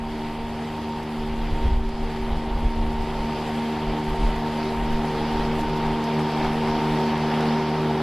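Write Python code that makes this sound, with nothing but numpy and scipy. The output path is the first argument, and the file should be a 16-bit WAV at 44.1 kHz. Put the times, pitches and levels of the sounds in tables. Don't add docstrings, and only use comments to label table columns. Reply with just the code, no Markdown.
import sys
import numpy as np
from scipy import signal
from scipy.fft import rfft, irfft, next_fast_len
from scipy.io import wavfile
from scipy.ndimage import uniform_filter1d, map_coordinates

SR = 44100
rng = np.random.default_rng(int(sys.argv[2]) if len(sys.argv) > 2 else 0)


def log_audio(samples):
    frames = np.atleast_2d(samples).T
    limited = np.clip(frames, -1, 1)
    pcm = np.round(limited * 32767).astype(np.int16)
    wavfile.write(sys.argv[1], SR, pcm)


N = 353682


def amp(db):
    return 10 ** (np.asarray(db) / 20)


def unit(x):
    return x / np.sqrt(np.mean(x ** 2) + 1e-20)


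def along(points, hz):
    point_hz, value = np.transpose(points)
    return np.interp(np.log(hz + 1), np.log(point_hz + 1), value)


def curves(rows):
    seconds, *columns = np.transpose(rows)
    return [np.interp(np.arange(N) / SR, seconds, column) for column in columns]


def wobble(rate):
    knots = rng.standard_normal(int(N * rate / SR) + 4)
    return map_coordinates(knots, [np.arange(N) * rate / SR])


def bell(s, length):
    return np.exp(-(2 * (np.arange(N) / SR - s) / length) ** 2)


def filtered(x, response):
    m = next_fast_len(N + 8192)
    hz = np.fft.rfftfreq(m, 1 / SR)
    return irfft(rfft(x, m) * response(hz), m)[..., :N]


def coloured(x, spectrum):
    return unit(filtered(x, lambda hz: amp(along(spectrum, hz))))


def tone(angle, scatter, rate):
    waver = wobble(rate) + 1j * wobble(rate)
    partial = (1 + scatter * waver) * np.exp(1j * angle)
    return unit(partial.real)


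def patchy_noise(depth_db):
    noise = signal.stft(rng.standard_normal((2, N)), nperseg=512)[2]
    field = rng.standard_normal(noise.shape[1:])
    field = uniform_filter1d(field, size=10, axis=0)
    field = uniform_filter1d(field, size=8, axis=1)
    patchy = noise * amp(depth_db * unit(field))
    return unit(signal.istft(patchy, nperseg=512)[1][:, :N])


def crackle(rate, scatter_db):
    hit = rng.random(N) < rate / SR
    size = amp(scatter_db * np.minimum(rng.exponential(size=N), 4))
    sign = rng.choice([-1, 1], (2, N))
    return unit(hit * size * sign)


def chop(angle, once, twice, thrice):
    pulse = once * np.cos(angle) + twice * np.cos(2 * angle) + thrice * np.cos(3 * angle)
    return unit(np.exp(pulse))


def spread(pair):
    # frequency in Hz, likeness (1 is the same, 0 is unrelated).
    alike = [(4050, 1), (4500, 0.65), (6000, 0.3), (10100, 0.2), (10350, 1)]

    def mid_and_side(hz):
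        turn = np.arccos(np.clip(along(alike, hz), -1, 1)) / 2
        return np.array([np.cos(turn), np.sin(turn)])

    mid, side = filtered(pair, mid_and_side)
    return np.array([mid + side, mid - side]) / np.std(mid)


def drone(hz, db):
    return amp(db) * tone(2 * np.pi * hz * np.arange(N) / SR, scatter=0.29, rate=4.19)


def eddies(spectrum):
    push = coloured(rng.standard_normal(N), spectrum)
    strength = np.sqrt(np.abs(uniform_filter1d(push ** 2, size=2600)) + .05)
    return push / strength


def wind():
    # frequency in Hz, relative level in dB.
    buffet_colour, flutter_colour = [(6, -19), (15, -4), (25, -1.5), (36, -0.5), (50, -9.5), (70, -20.5),
                                     (100, -28), (150, -32), (400, -74), (1500, -90)], [(20, -23), (42, 1.5), (62, 8.5), (85, -2.5),
                                                     (120, -15.5), (200, -25), (500, -31), (1500, -80)]
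    # time in seconds, buffet level in dB.
    breeze = [(0, -39), (.4, -34), (.8, -46.5), (1.1, -49), (1.42, -28.5), (2.1, -33), (3.05, -28.5),
              (3.6, -46), (4.65, -42), (5.0, -29), (5.2, -37), (5.65, -27), (6.15, -45), (6.5, -38),
              (7.6, -51), (8.02, -50)]
    # peak time in seconds, length in seconds, buffet level in dB,
    # flutter level in dB relative to the buffet.
    puffs = [(0.065, 0.068, -36, -3), (1.22, .06, -29, -15), (1.535, 0.035, -18.5, -8),
             (1.665, 0.057, -20, -2), (1.755, 0.075, -17.5, -4.5), (1.857, 0.059, -22.5, -12),
             (2.037, .06, -24, -15), (2.23, 0.046, -26, -12), (2.352, .06, -20.5, -3.5),
             (2.55, .08, -25, -9), (2.656, 0.035, -18.5, -0.5), (2.832, 0.12, -23, -2.5),
             (3.898, 0.047, -25, -15), (4.116, 0.058, -25.5, -9), (4.255, 0.08, -17, -24),
             (4.37, .05, -27, -18), (4.82, 0.087, -26.5, -20), (6.48, .05, -30, -6)]
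    swing_db, swing_rate = 3.5, 14
    breeze_flutter_db = -11.5

    breeze_db = curves(breeze)[0] + swing_db * wobble(swing_rate)
    buffet_power = amp(breeze_db) ** 2
    flutter_power = amp(breeze_db + breeze_flutter_db) ** 2
    for s, length, db, flutter_db in puffs:
        puff_power = amp(db) ** 2 * bell(s, length)
        buffet_power = buffet_power + puff_power
        flutter_power = flutter_power + puff_power * amp(flutter_db) ** 2
    buffet = np.sqrt(buffet_power) * eddies(buffet_colour)
    return buffet + np.sqrt(flutter_power) * eddies(flutter_colour)


def snaps(events, spectrum, t60, gain_db):
    t = np.arange(SR // 10) / SR
    envelope = np.zeros(N + len(t))
    for s, db in events:
        envelope[round(s * SR):][:len(t)] += amp(db + gain_db - 60 * t / t60)
    return envelope[:N] * coloured(rng.standard_normal(N), spectrum)


def debris():
    # start in seconds, level in dB before gain_db.
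    twig_hits, stem_snaps = [(4.4752, -32), (6.1923, -20), (6.4464, -21), (7.1776, -23), (7.425, -19)], [(1.0301, -39), (1.8886, -39), (4.1629, -40), (4.3595, -37),
                                            (5.6094, -36), (6.0392, -33), (7.4076, -34)]
    dull = [(400, -20), (900, 14), (3200, -7), (6000, -16.5), (12000, -45)]  # Hz, relative dB
    crisp = [(2000, -20), (4800, 5), (9000, -10), (13000, -12)]
    twigs = snaps(twig_hits, dull, t60=0.046, gain_db=-5.5)
    stems = snaps(stem_snaps, crisp, t60=0.045, gain_db=-7.5)
    return twigs + stems


def spray(angle, spray_db):
    # frequency in Hz, relative level in dB.
    hiss_colour = [(2000, -27), (5000, -6.5), (6500, 2), (8200, 1), (10000, -1.5), (11200, -2.5),
                   (12000, -2.5), (13000, -7)]
    patter = patchy_noise(depth_db=1.5) + .25 * crackle(rate=1200, scatter_db=2.5)
    clippings = patter * chop(angle, once=.05, twice=0.034, thrice=.05)
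    return amp(spray_db + 1.5 + 1.1 * wobble(40)) * spread(coloured(clippings, hiss_colour))


def deck_roar(angle, gain_db):
    # frequency in Hz, relative level in dB.
    roar_colour = [(60, -30), (140, -5), (250, -5), (350, -3), (430, -4), (500, -6), (660, -4.5), (760, 0),
                   (860, 0.5), (1000, -5.5), (1150, -8.5), (1600, -16.5), (3000, -25), (6000, -51)]
    roar_db = -29
    air = rng.standard_normal(N) * chop(angle, once=0.22, twice=0.09, thrice=0.14)
    return amp(roar_db + gain_db + 0.75 * wobble(22)) * coloured(air, roar_colour)


def shredding(angle, shred_db):
    # frequency in Hz, relative level in dB.
    far_colour, near_colour = [(500, -9), (1300, -6.5), (1900, 0.5), (2600, -1.5), (3200, -1.5), (3800, -6),
                               (4250, -8), (4600, -5.5), (5200, -10.5), (5700, -16.5), (7000, -26),
                               (13000, -50)], [(500, -15), (1300, 2), (2000, -0.5), (2600, -3),
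                                                  (3300, -2), (4200, -8), (4700, -6), (5500, -10),
                                                  (6100, -17.5), (7500, -35), (13000, -50)]
    tearing = patchy_noise(depth_db=1.2) + 0.31 * crackle(rate=1200, scatter_db=3.5)
    cuts = tearing * chop(angle, once=0.032, twice=.05, thrice=0.059)
    close = np.linspace(0, 1, N) ** 3
    rasp = (1 - close) * coloured(cuts, far_colour) + close * coloured(cuts, near_colour)
    crisp = filtered(rasp, lambda hz: 1 / (1 + (4000 / (hz + 1)) ** 12))
    rasp += crisp * (amp(1.1 * wobble(9)) - 1)
    return amp(shred_db - 0.7) * spread(rasp)


def blade_and_motor(angle, near_db):
    # order (multiple of the blade-pass rate), level in dB when near_db is 0,
    # share of the approach gain, scatter by the yard from 0 to 1.
    blade_tones = [(1, -42.5, 0.23, 0.24), (2, -30, 1.49, 0.21), (3, -27.5, .8, 0.19),
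                   (4, -36.5, 1.05, 0.41), (5, -32, 1.02, .22), (6, -37, 1.4, .34), (7, -48.5, 0.73, 0.57),
                   (8, -51.5, 0.66, 0.47), (9, -45, 0.97, 0.47), (10, -45, 1.2, 0.5), (11, -48, 1, 0.4),
                   (13, -51, 1.1, .36)]
    # time in seconds, level in dB.
    whine = [(0, -45), (.3, -38), (.62, -44.5), (.95, -38), (1.15, -43), (1.45, -41.5), (1.66, -36),
             (2.05, -46), (2.45, -40.5), (2.8, -36.5), (3.4, -37.5), (3.95, -38), (4.25, -35), (4.7, -37),
             (5.5, -34), (6.8, -34.5), (6.9, -33.5), (8.02, -34.5)]
    whine_order = 12
    scatter_rate, fade_rate = 14, 7
    fade_db = 0.86
    smear = .25

    hum = np.zeros(N)
    for order, db, share, scatter in blade_tones:
        k = round(order)
        turn = np.pi + 0.53 * (-1) ** k + smear * max(k - 3, 0) ** 2
        partial = tone(k * angle + turn, scatter, scatter_rate)
        hum += amp(db + share * near_db + fade_db * wobble(fade_rate)) * partial
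    whine_db = curves(whine)[0] + 1.4 * wobble(12)
    return hum + amp(whine_db) * tone(whine_order * angle, scatter=0.1, rate=33)


def scene():
    # time in seconds, blade passes a second.
    speed = [(0, 76.7), (.22, 76.6), (.62, 77.1), (1.3, 76.45), (1.68, 76.9), (2.1, 76.55), (2.67, 76.9),
             (3.15, 76.3), (3.56, 76.85), (4.05, 76.2), (4.9, 77.05), (5.12, 76.6), (5.57, 76.9),
             (6.2, 76.65), (6.7, 76.9), (7.1, 76.55), (7.57, 77.05), (8.02, 76.7)]
    # time in seconds, gain in dB.
    approach = [(0, -8.5), (.7, -7.5), (1.6, -6.5), (1.85, -9.5), (2.2, -6.5), (2.8, -6.5), (3.3, -4.5),
                (4.8, -3.5), (5.5, -2), (6.6, -0.5), (7.4, 0), (8.02, -0.4)]
    # time in seconds, shredding level in dB, spray level in dB.
    cutting = [(0.0, -46, -65), (0.11, -43.5, -60.5), (1.7, -41.5, -60.5), (1.79, -45.5, -64),
               (2.19, -42.5, -61.5), (2.72, -43, -62), (3.55, -39, -56.5), (3.91, -39.5, -61),
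               (4.04, -39.5, -57.5), (5.54, -38, -59), (5.6, -37, -53), (5.67, -38.5, -59),
               (7.01, -35.5, -56), (7.19, -36, -59), (7.37, -34.5, -57.5), (8.02, -38, -59.5)]
    # peak time in seconds, length in seconds, rise in dB.
    thick_tufts = [(1.653, .08, 1), (3.37, .08, 1), (5.854, 0.064, 1), (6.452, 0.076, 3)]

    passes_hz, = curves(speed)
    near_db, = curves(approach)
    shred_db, spray_db = curves(cutting)
    angle = 2 * np.pi * np.cumsum(passes_hz) / SR
    tufts = wobble(9)
    thick_db = sum(db * bell(s, length) for s, length, db in thick_tufts)

    background = drone(hz=102.8, db=-49.5) + wind()
    roar = deck_roar(angle, near_db + thick_db + 0.2 * tufts)
    clippings = spray(angle, spray_db + 0.46 * tufts)
    rasp = shredding(angle, shred_db + thick_db + 0.35 * tufts)
    return background + debris() + roar + clippings + rasp + blade_and_motor(angle, near_db)


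def record(dry):
    # frequency in Hz, size of the stray part in dB relative to the sound itself.
    stray = [(40, -38), (100, -45), (200, -53), (400, -55.5), (1000, -59.5), (3000, -50), (11000, -40)]
    top_hz = 13150

    def response(hz):
        sensitivity = 1 + np.array([[-1], [1]]) * amp(along(stray, hz))
        return sensitivity * (hz < top_hz)

    return filtered(dry, response)


dry = scene()
out = record(dry)
log_audio(out)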